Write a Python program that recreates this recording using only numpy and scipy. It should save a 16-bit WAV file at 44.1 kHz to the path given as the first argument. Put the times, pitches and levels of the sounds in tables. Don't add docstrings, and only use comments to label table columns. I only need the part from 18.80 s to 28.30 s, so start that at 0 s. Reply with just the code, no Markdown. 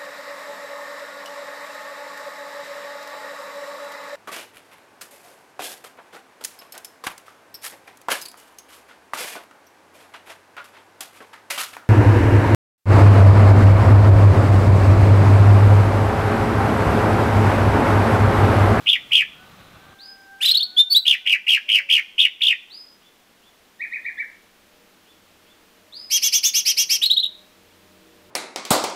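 import sys
import numpy as np
from scipy import signal
from scipy.fft import rfft, irfft
from scipy.io import wavfile
from scipy.ndimage import uniform_filter1d, map_coordinates

SR = 44100
rng = np.random.default_rng(int(sys.argv[2]) if len(sys.argv) > 2 else 0)


def dump_mix(stems):
    frames = np.atleast_2d(stems).T
    limited = np.clip(frames, -1, 1)
    pcm = np.round(limited * 32767).astype(np.int16)
    wavfile.write(sys.argv[1], SR, pcm)


N = 418950
TIME = np.arange(N) / SR


def from_db(db):
    return 10 ** (np.asarray(db) / 20)


def rms_one(x):
    return x / np.sqrt(np.mean(x ** 2) + 1e-20)


def in_time(rows):
    s, *columns = np.transpose(rows)
    return [np.interp(TIME, s, c) for c in columns]


def coloured(spectrum, size=N):
    hz, db = np.transpose(spectrum)
    grid = np.maximum(np.fft.rfftfreq(size, 1 / SR), 1)
    gain = from_db(np.interp(np.log(grid), np.log(hz), db))
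    return rms_one(irfft(rfft(rng.standard_normal(size)) * gain, size))


def wander(rate, t):
    knots = rng.standard_normal(1024)
    return map_coordinates(knots, [(t - t[0]) * rate], order=3, mode="wrap")


def turning(hz):
    return 2 * np.pi * np.cumsum(hz) / SR


def note_span(start, length):
    at = np.arange(int(start * SR), min(int((start + length) * SR), N))
    return at, np.clip((TIME[at] - start) / length, 0, 1)


def arch(u, first, top, last, crest, bend):
    crest = np.clip(crest, .05, .95)
    approach = (first - top) * np.abs(1 - u / crest) ** bend
    departure = (last - top) * ((u - crest) / (1 - crest)) ** 2
    return top + np.where(u < crest, approach, departure)


def swell(u, rise, fall):
    building = np.sin(np.pi / 2 * np.minimum(u / rise, 1)) ** 2
    return building * np.sin(np.pi / 2 * np.minimum((1 - u) / fall, 1))


def syrinx(phase, tone_db, bright=1):
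    overtones = sum(from_db(db) * np.sin(k * phase) for k, db in enumerate(tone_db[1:], 2))
    return np.sqrt(2) * (from_db(tone_db[0]) * np.sin(phase) + bright * overtones)


def dulled(x, cut_hz, order=2):
    sections = signal.butter(order, min(cut_hz, .45 * SR), fs=SR, output="sos")
    return signal.sosfilt(sections, x + 1e-18)


def porch(x, walls_db, tail_db, t60=0.42):
    # delay/s, level/dB, treble cut f/Hz
    walls = [(.0017, -16, 11850), (.0031, -9.5, 11920), (.0052, -13.5, 10550), (.0074, -12.5, 9030),
             (.0128, -11, 8140), (.0195, -14.5, 7000), (0.03, -17, 6000), (.068, -30.5, 4986)]
    t = TIME[:SR]
    tail_noise = coloured([(500, 7), (2500, -0.5), (6000, 4.0), (8000, -3), (15000, 0.0)], size=SR)
    tail = tail_noise * from_db(-60 * t / t60) * np.minimum(t / .012, 1)
    echoes = sum(from_db(db) * np.interp(TIME - delay, TIME, dulled(x, cut_hz), left=0)
                 for delay, db, cut_hz in walls)
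    diffuse = signal.fftconvolve(x, rms_one(tail) / np.sqrt(SR))[:N]
    return x + from_db(walls_db) * echoes + from_db(tail_db) * diffuse


def outdoor_air():
    # f/Hz, relative level per Hz/dB
    air_colour = [(25, -8), (45, -9.5), (100, -12), (135, -12.5), (200, -3.5), (330, -4.5), (600, -7.5),
                  (1500, -9.5), (3300, -11.5), (5000, -16), (9000, -21.5), (15500, -21.5)]
    # t/s, level/dB
    air_level = [(0, -49), (1.1, -54.5), (1.2, -55), (3.8, -56.5), (6, -55.5), (8.4, -54.5), (9.5, -54.5)]
    return from_db(in_time(air_level)[0]) * coloured(air_colour)


def passing_rumble():
    # f/Hz, relative level per Hz/dB
    rumble_colour = [(18, -41), (30, -12.5), (161, -3.5), (365, -15), (762, -13), (1010, -17), (1170, -8),
                     (1730, -18.5), (4000, -19.5), (5200, -52.5), (8800, -120)]
    # t/s, level/dB
    rumble_level = [(0, -49.5), (.42, -52.5), (.62, -50), (1.14, -49.5), (1.18, -95), (9.5, -100)]
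    return from_db(in_time(rumble_level)[0] + 1.3 * wander(30, TIME)) * coloured(rumble_colour)


def engine():
    # centre f/Hz, level at 0 dB of swell/dB, share of the swell each follows
    hum_lines = [(90.6, -68.5, 1.2), (186, -63, 1.6), (322, -64, 1.3), (378.5, -68, 3.3), (470, -66.5, 1),
                 (505, -75, 1.3), (607, -65.5, 1.2)]
    # t/s, level/dB
    hum_swell = [(0, -24), (3.5, -22.5), (4.5, -15), (7, -5.5), (8.4, -4), (9.1, -0.5), (9.5, 2)]
    near_db, hum = in_time(hum_swell)[0], 0
    for hz, db, share in hum_lines:
        sway, flicker = (np.interp(TIME, TIME[::50], wander(7, TIME[::50])) for _ in range(2))
        line = syrinx(turning(hz * (1 + 0.0088 * sway)), [db])
        hum = hum + from_db(share * near_db + 3.0 * flicker) * line
    return hum


def buzzes(rustle, flutter_hz=390, throb=0.53, jitter_hz=70, air_db=-24, pulsing_db=4):
    # t/s, length/s, reference f/Hz, flutters at first/Hz, overtones at mid-note/dB, level/dB
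    buzz_notes = [(0.057, 0.12, 3120, 107, -3.5, -8.5), (.305, .132, 2920, 91, 0, -9),
                  (2.249, 0.11, 3156, 78.4, 3.5, -6), (2.451, 0.12, 2790, 104.5, -1.5, -10.5),
                  (2.663, .12, 2912, 81.5, 1.5, -8.5), (2.879, .128, 2888, 115, 0, -10),
                  (3.084, 0.12, 2957, 84, 1, -9), (3.377, 0.099, 3070, 93, 0, -6.5),
                  (3.6, .142, 3130, 66.5, -0.5, -8.5)]
    buzz_tone = [-2, -35, -32.5, -48.5]
    first, top, last = .72, .99, .54
    slowing = 0.2214
    out = np.zeros(N)
    for start, length, reference_hz, rate, bright_db, db in buzz_notes:
        at, u = note_span(start, length)
        flutter = -np.cos(turning(rate * (1 - slowing * u))) + .35 * wander(220, TIME[at])
        glide = reference_hz * arch(u, first, top, last, crest=.37, bend=2.6)
        pitch = glide + flutter_hz * flutter * (1.2 - 0.67 * u)
        pressure = swell(u, rise=0.25, fall=0.24) * from_db(-7 * u ** 4 + 3.3 * wander(154.5, TIME[at]))
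        harsh = from_db(bright_db + 7.5 * (np.sin(np.pi * u) - 1))
        tone = syrinx(turning(pitch + jitter_hz * wander(1500, TIME[at])), buzz_tone, harsh)
        air = harsh * from_db(air_db + pulsing_db * wander(350, TIME[at])) * rustle[at]
        out[at] += from_db(db) * pressure * (1 + throb * flutter) * (tone + air)
    return out


def rooster():
    # t/s, fundamental f/Hz, level ahead of the random wavering/dB
    crow = [(0.55, 701.7, -61), (0.614, 746.0, -50.5), (0.786, 765.5, -71), (0.814, 730.5, -64),
            (1.116, 787.6, -58), (1.484, 785.2, -49.5), (1.688, 781.6, -51), (1.792, 732.6, -56),
            (2.22, 750.8, -57)]
    onset_db_per_s, fade_db_per_s = 600, 19
    pitch, db = in_time(crow)
    before, after = np.maximum(crow[0][0] - TIME, 0), np.maximum(TIME - crow[-1][0], 0)
    tone = syrinx(turning(pitch * (1 + .006 * wander(81, TIME))), [-7, 0])
    return tone * from_db(db - onset_db_per_s * before - fade_db_per_s * after + 1.4 * wander(22, TIME))


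def whistles(notes, length, last_hz, crescendo_db):
    whistle_tone = [0, -27.5]
    out = np.zeros(N)
    for start, db in notes:
        at, u = note_span(start, length)
        glide = last_hz * arch(u, first=0.6, top=0.99, last=1, crest=0.88, bend=3.5)
        pitch = glide * (1 + 0.0043 * wander(143, TIME[at]))
        loudness = from_db(db - crescendo_db * (1 - u)) * swell(u, rise=0.12, fall=.2)
        out[at] += loudness * syrinx(turning(pitch), whistle_tone)
    return out


def chip_notes():
    # t/s, delay of the answer/s, lead top f/Hz, answer top f/Hz, strain 0-1, lead level/dB, answer level/dB
    chip_pairs = [(1.602, 0.037, 3567, 4015, 0.71, -15, -6.5), (1.664, 0.031, 3900, 4280, 0.58, -5.5, -5),
                  (1.735, 0.022, 3870, 4410, 0.32, -5, -6), (1.792, .025, 3630, 4380, .14, -12.5, -10),
                  (8.212, 0.029, 3850, 4244, 0.57, -8, -9), (8.296, .024, 3923, 4270, .24, -2.5, -12),
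                  (8.362, .024, 3830, 4130, 0.02, -4.5, -10), (8.425, 0.022, 3820, 3860, 0.06, -9.5, -14.5)]
    # t/s, length/s, first f/Hz, top f/Hz, last f/Hz, overtones/dB, level/dB
    ringing_slurs = [(1.963, 0.061, 3200, 3607, 3630, -7, 1), (2.095, 0.052, 4346, 4515, 4150, 2.5, -5.5),
                     (2.139, .047, 3026, 3954, 4400, 0, 1)]
    lead_first, lead_last = .74, 1.1
    answer_first, answer_last, answer_s = .63, 1.02, .022
    strain_dip, strain_hold_s, strain_bright_db = .24, .019, 22
    slur_strain = 0.27
    for start, delay, lead_hz, answer_hz, strain, lead_db, answer_db in chip_pairs:
        dip, hold = strain_dip * strain, strain_hold_s * strain
        bright_db = -11.5 + strain_bright_db * strain
        yield (start, delay + hold, (lead_first - dip) * lead_hz, lead_hz, lead_last * lead_hz,
               strain, bright_db, lead_db)
        yield (start + delay, answer_s + hold, (answer_first - dip) * answer_hz, answer_hz,
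               answer_last * answer_hz, strain, bright_db, answer_db)
    for start, length, first, top, last, bright_db, db in ringing_slurs:
        yield start, length, first, top, last, slur_strain, bright_db, db


def chips(rustle, growl_hz=1400, air_db=-18, push_db=7):
    chip_tone = [-5.5, -30, -26.5, -33]
    out = np.zeros(N)
    for start, length, first, top, last, rough, bright_db, db in chip_notes():
        at, u = note_span(start, length)
        push = from_db(push_db * (np.exp(-((u - .68) / .2) ** 2) - .5))
        pressure = swell(u, rise=0.33, fall=.18) * push
        strain = rough * np.sin(np.pi * u) ** 2
        jitter = (25 + 140 * strain) * wander(1500, TIME[at])
        pitch = arch(u, first, top, last, crest=.78, bend=1.9) + jitter
        growl_rate = growl_hz * np.clip(1.3 * rough, .2, 1)
        growl = np.sin(turning(growl_rate * (1 + 0.12 * wander(300, TIME[at]))))
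        phase = turning(pitch) + .42 * strain * growl
        tone = syrinx(phase, chip_tone, from_db(bright_db) * np.sqrt(pressure))
        out[at] += from_db(db) * pressure * (tone + strain * from_db(air_db) * rustle[at])
    return out


def hoot():
    first_hz, last_hz, level_db = 603, 533, -56.5
    out = np.zeros(N)
    at, u = note_span(start=2.82, length=.41)
    pitch = (first_hz + (last_hz - first_hz) * u) * (1 + .006 * wander(81, TIME[at]))
    out[at] = from_db(level_db) * swell(u, rise=0.18, fall=.25) * np.sin(turning(pitch))
    return out


def churrs(darkening_db=36):
    # t/s, reference f/Hz near the crest
    churr_notes = [(4.989, 2486), (5.108, 2500), (5.234, 2442), (5.366, 2332)]
    churr_tone = [0, -9.5]
    first, last = .745, .68
    out = np.zeros(N)
    for start, top in churr_notes:
        at, u = note_span(start, length=.068)
        base = top * (first + (last - first) * u)
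        hump = np.sin(np.pi * np.clip((u - .14) / .86, 0, 1)) ** 2
        tone = syrinx(turning(base + (top - base) * hump), churr_tone, from_db(-darkening_db * u))
        out[at] += from_db(-28.5 + 2.0 * (hump - 1.5)) * swell(u, rise=0.37, fall=0.24) * tone
    return out


def rasps(rustle, interval=1.18, handover_db=9, air_db=-15, coupling=0.47):
    # t/s, length/s, nominal top f/Hz of the lower voice, fade over the note/dB, level/dB
    rasp_notes = [(7.294, 0.094, 2814, -0.5, -16), (7.411, 0.082, 2874, 5.5, -14.5),
                  (7.516, 0.082, 2888, 16, -13), (7.625, 0.082, 3018, 20.5, -13),
                  (7.73, 0.086, 2874, 14.5, -14), (7.845, 0.082, 2716, 4, -13),
                  (7.962, .082, 2830, 10, -12), (8.086, .09, 2750, 11, -12.5)]
    rasp_tone = [-11, -2, -20.5, -20, -17.5]
    sum_tones = [-4.5, -0.5, -20.5, -10, -18]
    first, last, crest = .63, .62, .68
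    stray, strays_per_s = 0.01194, 109.8
    loss_db_per_octave = 3
    upper_loss_db_per_s = 8
    out = np.zeros(N)
    for start, length, top, fade_db, db in rasp_notes:
        upper_db = -1 - upper_loss_db_per_s * (start - rasp_notes[0][0])
        at, u = note_span(start, length)
        pitch = top * arch(u, first, 1, last, crest, bend=2.8)
        low_hz, high_hz = (pitch * (1 + stray * wander(strays_per_s, TIME[at])) for _ in range(2))
        lower = turning(low_hz + 34 * wander(1800, TIME[at]))
        upper = turning(high_hz * interval + 35 * wander(2500, TIME[at]))
        beat = np.sin(upper - lower) + .5 * np.sin(2 * (upper - lower))
        pull = coupling * np.sqrt(np.abs(np.sin(np.pi * u))) * beat
        sums = np.sqrt(2) * sum(from_db(tone_db) * np.sin(upper + k * lower + pull)
                                for k, tone_db in enumerate(sum_tones))
        lead = from_db(handover_db * (u - .5))
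        tone = syrinx(lower + pull / 2, rasp_tone) / lead + from_db(upper_db) * lead * sums
        level_db = db + fade_db * (.5 - u) + loss_db_per_octave * np.log2(pitch / top)
        pressure = from_db(level_db) * swell(u, rise=0.52, fall=0.32)
        out[at] += pressure * (tone + from_db(air_db) * rustle[at])
    return out


def scene():
    # f/Hz, relative level/dB
    rustle_colour = [(600, -16), (1500, -14), (2500, 0.5), (5000, 2.5), (7300, -9.5), (9000, -10),
                     (12000, -4), (14000, -12), (16000, -6)]
    # t/s, level at the end of the crescendo/dB
    near_whistles = [(1.18, -40.5), (3.893, -38.5), (7.117, -35)]
    # t/s, level at the end of the crescendo/dB
    far_whistles = [(4.205, -63), (4.610, -64), (6.245, -64), (6.650, -64.5)]
    rustle = coloured(rustle_colour)
    loud = porch(buzzes(rustle) + chips(rustle) + rasps(rustle), walls_db=0, tail_db=-18)
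    closed_beak = dulled(churrs(), cut_hz=3900, order=10)
    thin = whistles(near_whistles, length=.13, last_hz=5072, crescendo_db=9.5)
    soft = porch(closed_beak + thin, walls_db=3.5, tail_db=-3.0)
    far = porch(whistles(far_whistles, length=.09, last_hz=3550, crescendo_db=1), walls_db=3, tail_db=3)
    background = outdoor_air() + passing_rumble() + engine()
    return (loud + soft + far + rooster() + hoot() + background)[None]


def gain_control(x, threshold_db=-19, slope=0.39, recovery_db_per_s=22):
    level_db = 10 * np.log10(np.maximum(uniform_filter1d(x[0] ** 2, size=441), 1e-12))
    ramp = recovery_db_per_s * TIME
    wanted_cut_db = slope * np.maximum(level_db - threshold_db, 0)
    cut_db = np.maximum.accumulate(wanted_cut_db + ramp) - ramp
    return x * from_db(-uniform_filter1d(cut_db, size=221))


def record(dry):
    cutoff_hz = 15600
    held = np.tanh(gain_control(dry * from_db(1.0)) / 1.92) * 1.71
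    return signal.sosfilt(signal.ellip(14, .1, 90, cutoff_hz, fs=SR, output="sos"), held)


dry = scene()
out = record(dry)
dump_mix(out)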